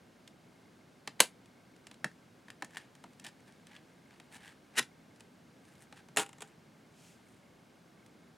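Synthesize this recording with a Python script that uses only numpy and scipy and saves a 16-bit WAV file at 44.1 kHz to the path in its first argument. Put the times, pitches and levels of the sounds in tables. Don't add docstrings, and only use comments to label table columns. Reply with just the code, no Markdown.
import sys
import numpy as np
from scipy import signal
from scipy.fft import rfft, irfft, next_fast_len
from scipy.io import wavfile

SR = 44100
rng = np.random.default_rng(int(sys.argv[2]) if len(sys.argv) > 2 else 0)


def store_wav(level_fs):
    pcm = np.round(np.clip(np.atleast_2d(level_fs), -1, 1) * 32767)
    wavfile.write(sys.argv[1], SR, pcm.T.astype(np.int16))


N = 369116
HANDLING_S = (1.2, 6.1)
T_SHORT, T_LONG = np.arange(2600) / SR, np.arange(13000) / SR
EDGES_HZ = np.geomspace(62, 17000, 25)
CENTRES_HZ = np.sqrt(EDGES_HZ[1:] * EDGES_HZ[:-1])
BANK = [signal.butter(2, band, "band", fs=SR, output="sos") for band in zip(EDGES_HZ, EDGES_HZ[1:])]


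def hub_snap():
    # t/s, level/dB
    teeth = [(1.2028, 6.5), (1.2041, 6.5), (1.2058, 3.5), (1.2082, -2)]
    # f/Hz, level/dB
    colour = [(70, -32), (140, -25), (220, -2), (300, -7), (560, 1), (1050, -3), (1400, -5), (2800, 2.5),
              (4000, 0), (5200, -6), (8300, 1), (9900, 0), (12000, -8.5), (15000, -21)]
    # f/Hz, width/Hz, level/dB
    modes = [(244.5, 45, -6), (398.5, 60, -7.5), (509.5, 40, -2.5), (663.5, 29, 1), (790, 55, -3),
             (940, 50, -4.5), (1057.3, 50, -2), (1568.5, 60, 2), (2026, 28, -2.5), (2347, 40, -4.5),
             (2793, 33, -1.5), (3030, 32, -3), (3400, 40, -4), (3822, 48, -3.5), (4100.8, 60, 3.5),
             (4460, 54, -4), (4939.2, 36, -7.5), (5460, 58, -6.5), (5780, 45, -8), (6200, 30, -6.5),
             (6540, 41, -2), (7920, 47, 0.5), (8050, 80, 1), (8760, 45, -4.5), (8900, 70, -1),
             (10200, 90, -6), (11030, 98, -13.5), (11470, 120, -10)]
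    attack = struck(teeth, colour, crack_t60=.01, buzz_db=-12, buzz_t60=.11, rise_s=.00006)
    ring = ringing(teeth, modes, held_t60=.02, free_db=-9)
    return from_db(-1.47) * attack + from_db(-4) * ring


def catch_rip(release_s=4.7928, last_gap_s=.0026):
    # f/Hz, level/dB
    colour = [(70, -35.5), (160, -10), (250, -3), (300, -7), (400, 0), (580, -10), (1100, 0), (1600, 1.5),
              (2800, 3), (5000, -3.5), (9500, -4), (12000, -16), (15000, -29.5)]
    # f/Hz, width/Hz, level/dB
    modes = [(246, 38, -8.5), (386.4, 60, -9), (1499, 51, 1), (1618.8, 60, -0.5), (1875.1, 70, 1),
             (2010, 80, 0), (2500, 60, -5), (2840, 55, -1), (2871.6, 60, -2), (3500, 70, -11),
             (3780, 70, -9), (7676.6, 100, -5)]
    ahead_s = np.append(0, np.cumsum(last_gap_s * 1.095 ** np.arange(9)))
    slip_db = -1 - 30 * (ahead_s / ahead_s[-1]) ** 2.15
    spring_back = (release_s + .033, -22)
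    slips = [*zip(release_s - ahead_s, slip_db), spring_back]
    attack = struck(slips, colour, crack_t60=.015, buzz_db=-11, buzz_t60=.031, rise_s=.0007)
    ring = ringing(slips, modes, held_t60=.013, free_db=-12)
    return from_db(-2) * attack + from_db(-6.5) * ring


def tray_slap():
    # f/Hz, level/dB
    colour = [(70, -18), (130, -13), (300, 0), (520, -4.5), (700, 1.5), (1000, 1), (2000, -1), (3200, 0),
              (5000, -12.5), (7500, -2), (9700, -5.5), (11500, -18), (15000, -28)]
    # f/Hz, width/Hz, level/dB
    modes = [(428, 24, 3.5), (800, 10.5, 4), (940, 13, -9), (1300, 20, -4), (1417, 33, -2),
             (1507, 18, -7.5), (1815, 57.4, -1), (2166, 62.2, -5), (2530, 32.3, -8.5), (2800, 27, -8),
             (2940, 23.23, -3), (3160, 23.8, -4), (3595.7, 55, -6)]
    hits = tray_rattle() + disc_settling()
    attack = struck(hits, colour, crack_t60=.015, buzz_db=-3, buzz_t60=.025, rise_s=.00018)
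    ring = ringing(hits, modes, held_t60=.02, free_db=2)
    return from_db(-1.5) * attack + from_db(-10) * ring


def tray_rattle(gap_s=.0046, drop_db=4.5, fade_db_per_s=330):
    # t/s, level/dB, rattle length/s
    landings = [(6.1625, -16.5, .002), (6.1704, 0.5, .02), (6.195, -5.5, .038), (6.406, -27.5, .012),
                (6.4198, -18.5, .007), (6.474, -39, .018)]
    hits = []
    for s, db, length in landings:
        after = np.cumsum(gap_s * np.exp(.08 * rng.standard_normal(12)))
        hits.append((s, db))
        hits += [(s + t, db - drop_db - fade_db_per_s * t) for t in after[after < length]]
    return hits


def disc_settling(start_s=6.262, first_gap_s=.029, slowing=1.35, loss_db=3):
    after = np.append(0, np.cumsum(first_gap_s * slowing ** np.arange(3)))
    return [(start_s + t, -26 - loss_db * k) for k, t in enumerate(after)]


def case_clicks(rim_hz=1780):
    # t/s, level/dB, low shelf/dB, high shelf/dB
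    clicks = [(0.2762, -19.5, -17, -10.5), (1.0748, -4, -1.5, -12), (1.1942, -16, 5.5, -15),
              (1.8687, -20.5, -1.5, -5.5), (1.9127, -21.5, 1, -9.5), (1.9418, -29, -10, -8),
              (2.044, -8.5, 8, -4), (2.4834, -26.5, 5.5, -12), (2.5025, -20, -4, -7),
              (2.6227, -11.5, 10, -8), (2.646, -25, 4, 2.5), (2.7466, -29.5, 8, -6),
              (2.7699, -11.5, -5, -11.5), (2.9518, -30, 4.5, -4), (3.0392, -23.5, 14.5, -8.5),
              (3.1972, -24.5, -19.5, -1.5), (3.246, -19, 3, -5), (3.2655, -14, -5, -7.5),
              (3.2863, -28, 1.5, -6), (3.669, -27, -6, -5), (3.7637, -20, -8, -18.5),
              (4.1992, -23, 5.5, -11), (5.206, -26, 5.5, -3), (5.9253, -22.5, 9, -10.5),
              (5.973, -29, 6, -10), (6.0856, -31, 10.5, -5.5), (8.062, -35, 5, -1.5)]
    # f/Hz, level/dB
    colour = [(70, -20), (140, -0.5), (260, 2), (450, -4.5), (1000, 1), (1400, -6), (2500, 2), (4500, -1.5),
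              (6000, 0.5), (9000, 3), (11500, -16), (15000, -17.5)]
    # t/s, level/dB
    rim_freedom = [(1.95, -17), (2.02, 3.5), (2.5, -3), (2.8, -4), (2.9, -15)]
    rim = unit(np.sin(2 * np.pi * rim_hz * T_SHORT) * dying(T_SHORT, t60=.011))
    out = np.zeros(N)
    for s, db, body_db, edge_db in clicks + hub_creaks() + faint_ticks():
        shelves = at_hz([(900, body_db), (2600, 0), (3400, .0019), (6500, edge_db)], CENTRES_HZ)
        add(out, s, plastic_crack(db + .97 + shelves + at_hz(colour, CENTRES_HZ)))
        rim_db = db + np.interp(s, *np.transpose(rim_freedom))
        add(out, s, from_db(rim_db) * rim)
    return out


def hub_creaks(gap_s=.004, fade_db_per_s=220):
    # t/s, length/s, level/dB
    creaks = [(2.772, .012, -24.5), (3.241, .014, -25.5), (3.268, .024, -29.5)]
    slips = []
    for s, length, db in creaks:
        after = gap_s * (np.arange(7) + .5 * rng.random(7))
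        slips += [(s + t, db - fade_db_per_s * t, -3, -3) for t in after[after < length]]
    return slips


def faint_ticks(per_s=3, spread_db=3.5):
    count = int(per_s * np.ptp(HANDLING_S))
    times = rng.uniform(*HANDLING_S, count)
    offsets_db = rng.uniform(-spread_db, spread_db, (count, 2))
    return [(s, -37 + db, body_db, -4.5) for s, (db, body_db) in zip(times, offsets_db)]


def case_thuds():
    # t/s, level/dB
    thuds = [(1.915, -32), (2.052, -12.5), (2.626, -29.5), (6.178, -17)]
    # f/Hz, width/Hz, level/dB
    modes = [(122, 26.6, 1), (164.81, 31.16, 9), (216, 19, 8), (301, 30, -14)]
    return from_db(-6) * ringing(thuds, modes, held_t60=.035, free_db=-1)


def finger_rubs(grain_db=4.5, judder_db=3.5):
    # middle t/s, length/s, rasp level/dB, hiss level/dB
    strokes = [(2.78, 0.081, -55.5, -70), (3.264, 0.031, -51, -70), (3.48, .018, -62.5, -69),
               (3.738, 0.059, -57, -81.5), (4.14, 0.059, -65, -87), (4.348, 0.036, -51.5, -53.5),
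               (4.469, 0.071, -52.5, -63.5), (4.765, 0.036, -51, -67.5), (5.702, 0.086, -70, -68.5),
               (5.82, 0.036, -68, -60.5), (5.98, 0.053, -58.5, -69), (6.44, .15, -66.5, -85),
               (7.317, 0.13, -78, -70)]
    # f/Hz, level/dB
    rasp_colour = [(400, -34), (650, -20), (820, 2.5), (1100, -10.5), (1400, -8), (1700, 5), (1900, -.5),
                   (2150, -2), (3000, -6.5), (4500, -13), (7000, -22), (15000, -39)]
    # f/Hz, level/dB
    hiss_colour = [(2000, -1.5), (5000, -7), (9000, 3.5), (11500, -6), (15000, -19)]
    grit = rng.standard_normal(N) * from_db(grain_db * np.minimum(rng.exponential(1, N), 5))
    slips = grit * from_db(judder_db * noise_band(centre_hz=0, width_hz=150))
    creeping_grip = (np.mean(HANDLING_S), np.ptp(HANDLING_S) / 2, -74, -82)
    rasp = from_db(-4) * shaped(slips, lambda hz: at_hz(rasp_colour, hz))
    hiss = from_db(-4.5) * shaped(slips, lambda hz: at_hz(hiss_colour, hz))
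    return sum(swell(s, length) * (from_db(rasp_db) * rasp + from_db(hiss_db) * hiss)
               for s, length, rasp_db, hiss_db in strokes + [creeping_grip])


def sleeve_swish():
    # f/Hz, level/dB
    colour = [(800, -24), (2400, 4), (4000, 0), (7000, 2), (10000, -3), (15000, -16)]
    return from_db(-64) * swell(middle_s=7.06, length_s=.1486) * noise(colour)


def room(x, wet_db=-16.5, side_db=-20.5, build_s=.0076, t60=.14):
    envelope = dying(T_LONG, t60) * (1 - np.exp(-(T_LONG / build_s) ** 2))
    damping = signal.butter(1, 10970, fs=SR, output="sos")
    tails = signal.sosfilt(damping, rng.standard_normal((2, len(T_LONG))) * envelope)
    mid, side = (signal.fftconvolve(x, unit(tail))[:N] for tail in tails)
    return x + from_db(wet_db) * (mid + from_db(side_db) * side * [[1], [-1]])


def room_tone():
    # f/Hz, level/dB
    colour = [(20, -31), (40, -24.5), (75, -13.5), (120, -5), (170, -3), (240, -4), (433, -10.5),
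              (700, -13.5), (1020, -18), (1500, -19), (2000, -22), (4870, -27.5), (9500, -34), (15000, -42)]
    # f/Hz, width/Hz, level/dB
    whines = [(170, 17, -74), (248.56, 25, -73), (1575, 45, -82)]
    # f/Hz, level/dB
    side_colour = [(30, -6.5), (80, -18), (180, -20.5), (400, -12.5), (1000, -9), (4000, -20), (15000, -30)]
    mid = from_db(-61.5) * noise(colour) + faint_chirps()
    for hz, width, db in whines:
        mid += from_db(db) * noise_band(hz, width)
    side = shaped(rng.standard_normal(N), lambda hz: at_hz(colour, hz) + at_hz(side_colour, hz))
    return mid + from_db(-71) * side * [[1], [-1]]


def faint_chirps(pitch_hz=2155, rise_s=.0031, gap_s=.04, spread_db=3.5):
    envelope = T_SHORT / rise_s * np.exp(-T_SHORT / rise_s)
    out, s = np.zeros(N), 0
    for wait, size, detune in rng.standard_normal((400, 3)):
        s += gap_s * np.exp(.35 * wait)
        if s * SR < N - 1:
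            blip = envelope * np.sin(2 * np.pi * pitch_hz * (1 + .013 * detune) * T_SHORT)
            add(out, s, from_db(-60.5 + spread_db * min(size, 1.5)) * blip)
    return out


def struck(hits, colour, crack_t60, buzz_db, buzz_t60, rise_s):
    t, out = span(hits), np.zeros(N)
    buzz = from_db(buzz_db) * stored(hits, t, buzz_t60)
    lag = np.exp(-1 / (rise_s * SR))
    gains = unit(from_db(at_hz(colour, CENTRES_HZ)) * np.sqrt(np.diff(EDGES_HZ)))
    for gain, sos, hz in zip(gains, BANK, CENTRES_HZ):
        crack = stored(hits, t, crack_t60 * (1 + 500 / hz))
        envelope = signal.lfilter([1 - lag], [1, -lag], np.hypot(crack, buzz))
        band = unit(signal.sosfilt(sos, envelope * rng.standard_normal(len(t))))
        add(out, t[0], gain * np.linalg.norm(envelope) * band)
    return out


def ringing(hits, modes, held_t60, free_db):
    t, out = span(hits), np.zeros(N)
    held = stored(hits, t, held_t60)
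    gains = unit(from_db(np.array(modes)[:, 2]))
    for (hz, width, _), gain in zip(modes, gains):
        free = stored(hits, t, t60=np.log(1000) / (np.pi * width))
        envelope = np.hypot(held, from_db(free_db) * free)
        add(out, t[0], np.sqrt(2) * gain * envelope * np.sin(2 * np.pi * (hz * t + rng.random())))
    return out


def plastic_crack(band_db, treble_t60=.018):
    gains = from_db(band_db) * np.sqrt(np.diff(EDGES_HZ) / (SR / 2))
    out = np.zeros(len(T_SHORT))
    for gain, sos, hz in zip(gains, BANK, CENTRES_HZ):
        burst = rng.standard_normal(len(T_SHORT)) * dying(T_SHORT, treble_t60 * (1 + 600 / hz))
        out += gain * unit(signal.sosfilt(sos, burst))
    return out


def stored(hits, t, t60):
    fed = np.zeros(len(t))
    for s, db in hits:
        fed[int(round((s - t[0]) * SR))] += from_db(db) ** 2
    retained = dying(1 / SR, t60) ** 2
    return np.sqrt(signal.lfilter([1 - retained], [1, -retained], fed + 1e-24))


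def span(hits):
    times = np.array(hits)[:, 0]
    return np.arange(int(times.min() * SR) - 1, int(times.max() * SR) + len(T_LONG)) / SR


def noise(colour):
    return shaped(rng.standard_normal(N), lambda hz: at_hz(colour, hz))


def noise_band(centre_hz, width_hz):
    return shaped(rng.standard_normal(N), lambda hz: -20 * np.log10(1 + ((hz - centre_hz) / width_hz) ** 2))


def shaped(x, gain_db):
    size = next_fast_len(N)
    hz = np.arange(size // 2 + 1) * SR / size
    spectrum = rfft(x, size) * from_db(gain_db(hz))
    return unit(irfft(spectrum, size)[:N]) * np.sqrt(N)


def at_hz(colour, hz):
    f, db = np.transpose(colour)
    return np.interp(np.log(np.maximum(hz, 1)), np.log(f), db)


def swell(middle_s, length_s):
    return np.exp(-2 * np.minimum(((np.arange(N) / SR - middle_s) / length_s) ** 2, 20))


def dying(t, t60):
    return from_db(-60 * t / t60)


def add(track, s, sound):
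    i = int(round(s * SR))
    track[i:i + len(sound)] += sound[:N - i]


def unit(x):
    return x / np.sqrt(np.sum(x ** 2) + 1e-20)


def from_db(db):
    return 10 ** (np.asarray(db) / 20)


def scene():
    parts = hub_snap() + catch_rip() + tray_slap()
    parts += case_clicks() + case_thuds() + finger_rubs() + sleeve_swish()
    parts = signal.sosfilt(signal.butter(4, 125, "high", fs=SR, output="sos"), parts)
    lead = .12 * np.gradient(parts) * [[1], [-1]]
    pan = from_db([[.15], [-.15]])
    return (room(parts) + lead) * pan + room_tone()


def record(dry):
    return signal.sosfilt(signal.ellip(10, .1, 80, 15900, fs=SR, output="sos"), dry)


dry = scene()
out = record(dry)
store_wav(out)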